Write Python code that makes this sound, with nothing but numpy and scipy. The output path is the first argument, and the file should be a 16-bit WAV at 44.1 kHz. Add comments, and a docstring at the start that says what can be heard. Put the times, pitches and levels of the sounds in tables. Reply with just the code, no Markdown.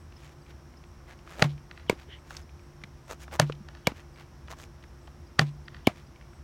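"""Baseball against a wall

Three throws strike a nearby panelled wall, whose resonances crack and boom, and each rebound pops
in a leather glove. Far buildings and trees reflect the blows; shoes rasp by friction on gritty
asphalt. Behind it all are open air, a distant machine hum, insects and small birds."""
import sys
import numpy as np
from scipy import signal
from scipy.fft import rfft, irfft, next_fast_len
from scipy.io import wavfile
from scipy.ndimage import uniform_filter1d

SR = 44100
rng = np.random.default_rng(int(sys.argv[2]) if len(sys.argv) > 2 else 0)


def store_wav(level_fs):
    """Save 16-bit WAV to argv[1]."""
    pcm = np.round(np.clip(np.atleast_2d(level_fs), -1, 1) * 32767)
    wavfile.write(sys.argv[1], SR, pcm.T.astype(np.int16))


N = 283563
TIME = np.arange(N) / SR


def from_db(db):
    """Amplitude grows tenfold for every 20 dB."""
    return 10 ** (np.asarray(db) / 20)


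def rms_one(x):
    """Normalisation to unit mean power."""
    return x / np.sqrt(np.mean(x ** 2) + 1e-20)


def at_hz(points, hz):
    """Interpolation of a spectrum on a log-frequency axis."""
    f, db = np.transpose(points)
    return np.interp(np.log(np.maximum(hz, 1)), np.log(f), db)


def noise(spectrum, size):
    """Spectral shaping turns white noise into coloured noise of rms 1."""
    gain = from_db(at_hz(spectrum, np.arange(size // 2 + 1) * SR / size))
    return rms_one(irfft(rfft(rng.standard_normal(size)) * gain, size))


def resonate(x, hz, width):
    """A two-pole resonator with unit peak gain and a bandwidth in Hz."""
    r = np.exp(-np.pi * width / SR)
    feedback = [1, -2 * r * np.cos(2 * np.pi * hz / SR), r * r]
    return signal.lfilter(np.array([1, 0, -1]) * (1 - r * r) / 2, feedback, x + 1e-18)


def narrow_noise(size, hz, width):
    """Two resonators in cascade narrow white noise to a wavering tone."""
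    return resonate(resonate(rng.standard_normal(size), hz, width), hz, width)


def filtered(x, order, hz, kind):
    """A filter with a maximally flat passband."""
    return signal.sosfilt(signal.butter(order, hz, kind, fs=SR, output="sos"), x)


def fade(t, t60):
    """Exponential decay from t = 0, losing 60 dB in t60 seconds."""
    return (t >= 0) * np.exp(-np.log(1000) * np.maximum(t, 0) / t60)


def delay(x, s):
    """A linear phase shift delays a sound by s seconds."""
    size = next_fast_len(2 * len(x))
    hz = np.arange(size // 2 + 1) * SR / size
    return irfft(rfft(x, size) * np.exp(-2j * np.pi * hz * s), size)[:len(x)]


def add(out, s, sound):
    """Superposition: a sound joins the mix at time s."""
    start = max(round(s * SR), 0)
    out[start:start + len(sound)] += sound[:max(N - start, 0)]


def grains(depth_db):
    """Random amplitude modulation, a millisecond or two per grain."""
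    return rms_one(from_db(depth_db * rms_one(uniform_filter1d(rng.standard_normal(N), size=70))))


def chirp(s, hz, half_s, arch):
    """A tone pulse under a bell-shaped envelope; its pitch arches around time s."""
    out, near = np.zeros(N), np.abs(TIME - s) < 4 * half_s
    u = (TIME[near] - s) / half_s
    pitch_hz = hz * (1 - arch * u * u)
    out[near] = np.exp(-u * u) * np.sin(2 * np.pi * np.cumsum(pitch_hz) / SR)
    return out


def chance_times(per_s):
    """Jittered timing: one moment falls at random in each equal slot."""
    times = (np.arange(40) + rng.random(40)) / per_s
    return times[times < N / SR]


# spectrum of the open air: frequency_hz, density_db
AIR_SPECTRUM = [(15, -54.5), (25, -19.5), (74, 2), (89, -12), (105, -17.5), (137, -5.5), (175, -17),
                (217, -15), (317, -19.5), (344, -13), (373, -23.5), (1100, -25), (3340, -39), (5430, -42),
                (16000, -53)]
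# two bands of distant machinery, one of an insect chorus: pitch_hz, width_hz, level_db
DRONE_BANDS = [(73.6, 29, -55.5), (146.1, 6, -60.5), (5530, 970, -71.5)]
def ambience():
    """Distant sources merge into broadband noise, narrowband drones and a pure hum."""
    air = from_db(-50.5) * noise(AIR_SPECTRUM, N)
    drones = sum(from_db(db) * rms_one(narrow_noise(N + SR, hz, width)[SR:])
                 for hz, width, db in DRONE_BANDS)
    hum = from_db(-64.5) * np.sqrt(2) * np.sin(2 * np.pi * 350 * TIME)
    return air + drones + hum


# bouts of insect calls: start_s, end_s
CALL_BOUTS = [(.015, 3.3), (4.17, 8.1)]
def insect(period_s=.436):
    """Modulation by noise spreads evenly paced, high tone pulses into a narrow band."""
    flutter = rms_one(uniform_filter1d(rng.standard_normal(N), size=200))
    calls = np.concatenate([np.arange(start, end, period_s) for start, end in CALL_BOUTS])
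    return from_db(-73.5) * flutter * sum(chirp(s, 8080, half_s=.04, arch=.015) for s in calls)


# chips of the nearest bird: centre_s, level_db
BIRD_CHIPS = [(0.169, -52.5), (.775, -54.5), (2.43, -57)]
def birds():
    """Amplitude modulation roughens the short chips of one near bird and a few far ones."""
    rough = grains(1.7)
    near = [(s, 5260, db) for s, db in BIRD_CHIPS]
    far = [(s, 4900 + 130 * rng.standard_normal(), -61) for s in chance_times(per_s=1.5)]
    return rough * sum(from_db(db) * chirp(s, hz, half_s=.0049, arch=.049) for s, hz, db in near + far)


# reflections from far buildings: delay_s, gain_db
BUILDING_ECHOES = [(.2888, -28.5), (.3526, -32.5), (.3735, -39)]
def far_echoes(x):
    """Reflection from buildings gives thin, distinct echoes; scattering by trees gives a soft smear."""
    thin = filtered(x, 2, [1000, 4500], "band")
    t = TIME[:SR * 3 // 5]
    trees = rng.standard_normal(len(t)) * np.exp(-((t - .375) / .065) ** 2)
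    smear = signal.fftconvolve(thin, trees / np.sqrt(np.sum(trees ** 2)))[:N]
    return sum(from_db(db) * delay(thin, s) for s, db in BUILDING_ECHOES) + from_db(-35) * smear


def click(db, hz):
    """A small dry contact radiates a brief burst of noise around one broad resonance."""
    t = TIME[:SR // 16]
    crunch = noise([(300, 3.5), (1500, 3.5), (5000, -1), (8000, -7.5), (16000, -25.5)], len(t))
    rise = 1 - fade(t, .0041)
    decay = fade(t, .014) + from_db(-3.5) * fade(t, .028)
    return from_db(db - 1.5) * rms_one(resonate(crunch, hz, .41 * hz)) * rise * decay


def bump(db, hz, t60):
    """A single, heavily damped mode gives a soft knock."""
    t = TIME[:SR // 8]
    return from_db(db) * np.sin(2 * np.pi * hz * t) * fade(t, t60)


# dull bumps, as of feet landing: start_s, level_db, pitch_hz, t60_s
DULL_BUMPS = [(2.088, -43.5, 392, 0.04), (2.841, -39.5, 190, 0.053), (3.4989, -19.5, 470, 0.016),
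              (3.605, -39, 200, 0.12)]
# small dry clicks of grit underfoot, and of the wall rattling just after the second throw:
# start_s, strength_db, pitch_hz
DRY_CLICKS = [(1.275, -41.5, 1446), (2.3065, -34, 1170), (2.367, -34.5, 5400), (2.837, -32, 1950),
              (3.279, -39, 1190), (3.312, -40, 1300), (3.497, -31.5, 1140), (3.5222, -35, 2680),
              (4.482, -37.5, 1110), (4.533, -36.5, 960), (4.8377, -41.5, 1500), (5.0773, -44, 920)]
def small_impacts():
    """Brief contacts: feet land, grit and the rattling wall click, and finer grit ticks at random."""
    out = np.zeros(N)
    for s, db, hz, t60 in DULL_BUMPS:
        add(out, s, bump(db, hz, t60))
    for s, db, hz in DRY_CLICKS:
        add(out, s, click(db, hz))
    for s in chance_times(per_s=4):
        offset_db, pitch = rng.standard_normal(2)
        add(out, s, click(-52 + offset_db, hz=2200 * 2 ** (.34 * pitch)))
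    return out


# soles dragging on asphalt: centre_s, half_length_s, level_db, relative_hiss_db
SOLE_DRAGS = [(0.248, 0.087, -59, -8.5), (0.501, 0.019, -56, -20), (1.11, 0.036, -52, -19),
              (1.325, 0.054, -51, -12), (1.406, 0.02, -37, -15.5), (2.346, 0.065, -53, -5),
              (3.112, 0.027, -43, -8), (3.226, 0.025, -53, -1), (3.344, 0.021, -37.5, -14),
              (4.202, 0.03, -53.5, -24), (4.519, 0.019, -42.5, -10.5), (4.614, 0.036, -51.5, -4.5)]
def rubbing(db_per_octave=19, squareness=2.6, grain_limit=2.5):
    """Friction noise, a grainy rasp with hiss: soles, grit trickling off the wall, the closing glove."""
    rasp = noise([(200, -6.5), (500, 9.5), (1000, -2.5), (2500, -4), (4500, -5.5), (8000, -22),
                  (16000, -27)], N)
    hiss = noise([(1200, -19.5), (2500, -5), (4000, -4.5), (6500, 3), (9500, -10), (16000, -15)], N)
    # the lighter the drag, the higher its rasp
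    soles = [(s, half_s, db, 920 * 2 ** ((-40.5 - db) / db_per_octave), hiss_db)
             for s, half_s, db, hiss_db in SOLE_DRAGS]
    debris = [(s + .084, .025, -57, 3200, -13.5) for s, *_ in WALL_HITS]
    grips = [(s + .11, .034, -55.5, 1775, -13.5) for s, *_ in GLOVE_HITS]
    out = np.zeros(N)
    for s, half_s, db, hz, hiss_db in soles + debris + grips:
        envelope = np.exp(-np.minimum(np.abs(TIME - s) / half_s, 10) ** squareness)
        out += from_db(db) * envelope * (rms_one(resonate(rasp, hz, .8 * hz)) + from_db(hiss_db) * hiss)
    stones_db = 5 * rng.exponential(1, N // 12 + 1).clip(0, 4)   # single stones snap past
    crackle = rms_one(from_db(np.repeat(stones_db, 12)[:N]))
    return out * rms_one(np.minimum(crackle * grains(3), grain_limit))


def glove_swish():
    """Two bands of noise swell into a hollow swish as the glove comes down after the first catch."""
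    rub = rng.standard_normal(N)
    upper = resonate(resonate(rub, 3070, 600), 3040, 510)
    lower = resonate(resonate(rub, 1820, 500), 2030, 600)
    envelope = np.exp(-((TIME - 2.13) / .034) ** 2)
    return from_db(-49) * rms_one(upper + from_db(-1) * lower) * envelope


# the ball shifting after each catch: delay_s, level_db, pitch_hz, t60_s
BALL_SHIFTS = [(.031, -23.5, 364, 0.019), (0.049, -26, 270, 0.015), (.026, -34, 686, 0.032)]
def settling():
    """Secondary impacts: the caught ball ticks against the leather and drops into the pocket."""
    out = np.zeros(N)
    for (s, *_), (after_s, db, hz, t60) in zip(GLOVE_HITS, BALL_SHIFTS):
        add(out, s + after_s - .003, click(db=-41.5, hz=1300))
        add(out, s + after_s, bump(db, hz, t60))
    return out


def contact(t, grit_db, t60):
    """Contact force: a unit impulse, then a brief crunch of the touching surfaces."""
    crunch = filtered(rng.standard_normal(len(t)), 2, 2200, "high")
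    return (t == 0) + from_db(grit_db) * crunch * fade(t, t60)


def lead_in(hz, width, t60):
    """A time-reversed decay of narrowband noise: a hollow tone swells for 25 ms before a blow."""
    t = TIME[:SR // 40]
    tone = rms_one(narrow_noise(SR // 10, hz, width)[-len(t):])
    return (tone * fade(t, t60))[::-1]


# spectrum of a blow's diffuse tail: frequency_hz, density_db
TAIL_SPECTRUM = [(60, -16), (150, 6), (400, -0.5), (700, -0.5), (1300, -4), (2200, -7), (4500, -16.5),
                 (7000, -22.5), (11000, -33), (16000, -36.5)]
def diffuse_noise(t):
    """A diffuse sound field behaves as coloured noise."""
    return noise(TAIL_SPECTRUM, len(t))


# points at which a blow's colour is given: frequency_hz
COLOUR_POINTS = [250, 620, 1150, 2000, 4500, 7000, 11000]
def body(force, modes, tuning, colour, polarity):
    """Modal sum, tuned and tinted by where the ball lands; like polarity leaves notches between modes."""
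    tint = list(zip(COLOUR_POINTS, colour))
    return sum(polarity ** k * from_db(db + at_hz(tint, hz)) * resonate(force, hz * tuning, width)
               for k, (hz, width, db) in enumerate(modes))


# resonances of the glove's leather shell and padded pocket: untuned_hz, width_hz, gain_db
LEATHER_MODES = [(1000, 66, 19), (1420, 420, 12), (2320, 132, 18), (2910, 200, 8.5), (4410, 200, 3.5),
                 (7350, 670, -8), (11800, 3400, -11)]
POCKET_MODES = [(146, 85, 15), (257.3, 114, 24.8)]
# catches: start_s, strength_db, pocket_delay_ms, pocket_db, untuned_cavity_hz, ground_delay_ms,
# then colour_db at each of COLOUR_POINTS
GLOVE_HITS = [(1.8969, 0, 0.83, 1.65, 464, 1.92, -2.5, 2, -7, 2.5, 5.5, -23, -37),
              (3.8712, 0.021, 2.33, 1, 600, 1.75, 1, -2, 4.5, 7, -22, -17, -9),
              (5.8712, 0, 2.5, 6.8, 655, 2.6, 3, -2.5, -44, 12, 8, 2.5, 8)]
def catches():
    """Impact excitation: the ball grazes the web, slaps the leather and pops the pocket's cavity."""
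    out, t = np.zeros(N), TIME[:SR // 4]
    for s, db, pocket_ms, pocket_db, cavity_hz, ground_ms, *colour in GLOVE_HITS:
        graze = body(contact(t, grit_db=-11, t60=.01), LEATHER_MODES, 1, colour, polarity=-1)
        slap = body(contact(t, grit_db=-12.5, t60=.012), LEATHER_MODES, .96, colour, polarity=.75)
        modes = POCKET_MODES + [(cavity_hz, 130, 24)]
        thud = from_db(pocket_db) * body(-1.0 * (t == 0), modes, .84, colour, polarity=.85)
        thud = filtered(thud, 4, 950, "low")   # padding softens the blow
        thud = filtered(thud, 2, 85, "high")   # a glove is too small to radiate deep bass
        pop = slap + delay(thud, pocket_ms / 1000)
        reflection = from_db(-10) * delay(pop, ground_ms / 1000)
        tail = from_db(-31.5) * diffuse_noise(t) * fade(t, .13)
        whistle = lead_in(hz=3080, width=380, t60=.055)
        add(out, s - len(whistle) / SR, from_db(db - 41) * whistle)
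        add(out, s - .00117, from_db(db - 16) * graze)
        add(out, s, from_db(db) * (pop + reflection + tail))
    return out


# low modes of the wall panel: pitch_hz, level_db, t60_s
PANEL_MODES = [(145, -23.5, .43), (149, -21, .1), (237, -41, .22), (342, -41, .18)]
def panel_boom(t, peak_s=.0245, build_s=.0055):
    """The low modes build up as a bending wave spreads over the panel, then decay."""
    u = t - peak_s
    ring = sum(from_db(db) * np.sin(2 * np.pi * hz * u) * fade(np.abs(u), t60)
               for hz, db, t60 in PANEL_MODES)
    return ring * (1 + np.tanh(u / build_s)) / 2


# resonances of the ball's crack on the wall: untuned_hz, width_hz, gain_db
CRACK_MODES = [(141, 48, 31.5), (300, 55, 15.5), (374, 68, 14), (602, 73, 25), (780, 96, 24),
               (1200, 130, 15.5), (1398, 190, 23.5), (1795, 260, 28.5), (2640, 460, 19.5), (3660, 960, 18),
               (4500, 470, 20), (6360, 590, 10.5), (10150, 800, 0), (12100, 810, -8), (14200, 1800, -18.5)]
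# throws: start_s, strength_db, tuning_ratio, ground_delay_ms, lead_in_hz, lead_in_db,
# then colour_db at each of COLOUR_POINTS
WALL_HITS = [(1.4234, 0.41, 1, 1.48, 660, -19.5, -1.1, -0.5, 2, -2, 1.2, -1, 0.5),
             (3.3979, 0.41, 1, 1.58, 900, -20, 0.65, 3, 5.1, -9, -1, 9, 12),
             (5.3932, 0.42, 1.01, 1.52, 1173, -24, -1.8, -4.5, 1.5, -1.5, 2.5, 5, -3.5)]
def wall_hits(slap_back_s=.017):
    """A hard impact excites the wall's modes; the loose panel slaps back, rattles and booms."""
    out, t = np.zeros(N), TIME[:SR * 3 // 5]
    for s, db, tuning, ground_ms, lead_hz, lead_db, *colour in WALL_HITS:
        crack = body(contact(t, grit_db=-21.5, t60=.0096), CRACK_MODES, tuning, colour, polarity=-.96)
        dulled = filtered(crack, 1, 5000, "low")   # rough asphalt reflects less treble
        reflection = from_db(-9.5) * delay(dulled, ground_ms / 1000)
        envelope = from_db(-21.5) * fade(t, .059) + from_db(-29.5) * fade(t - slap_back_s, .098)
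        rattle = diffuse_noise(t) * grains(.83)[:len(t)] * envelope
        add(out, s, from_db(db) * (crack + reflection + panel_boom(t) + rattle))
        # a few cycles of a hollow tone lead into the crack
        out += from_db(db + lead_db) * chirp(s - .002, lead_hz, half_s=.002, arch=0)
        swell = lead_in(hz=1200, width=1805, t60=.016)
        add(out, s - len(swell) / SR, from_db(db - 22.5) * swell)
    return out


def scene():
    """Superposition of the blows, their echoes, the small sounds and the background in one channel."""
    wall, glove = wall_hits(), catches()
    echoes = far_echoes(wall + from_db(-9) * glove)
    small_sounds = rubbing() + glove_swish() + settling()
    background = ambience() + insect() + birds()
    return (background + small_impacts() + small_sounds + echoes + glove + wall)[None]


def record(dry):
    """Soft saturation rounds the loudest peaks; a steep low-pass cuts the highest treble."""
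    ceiling, stopband_hz = 1.6, 17200
    rounded = ceiling * np.tanh(dry / ceiling)
    return signal.sosfilt(signal.cheby2(14, 70, stopband_hz, fs=SR, output="sos"), rounded)


dry = scene()
out = record(dry)
store_wav(out)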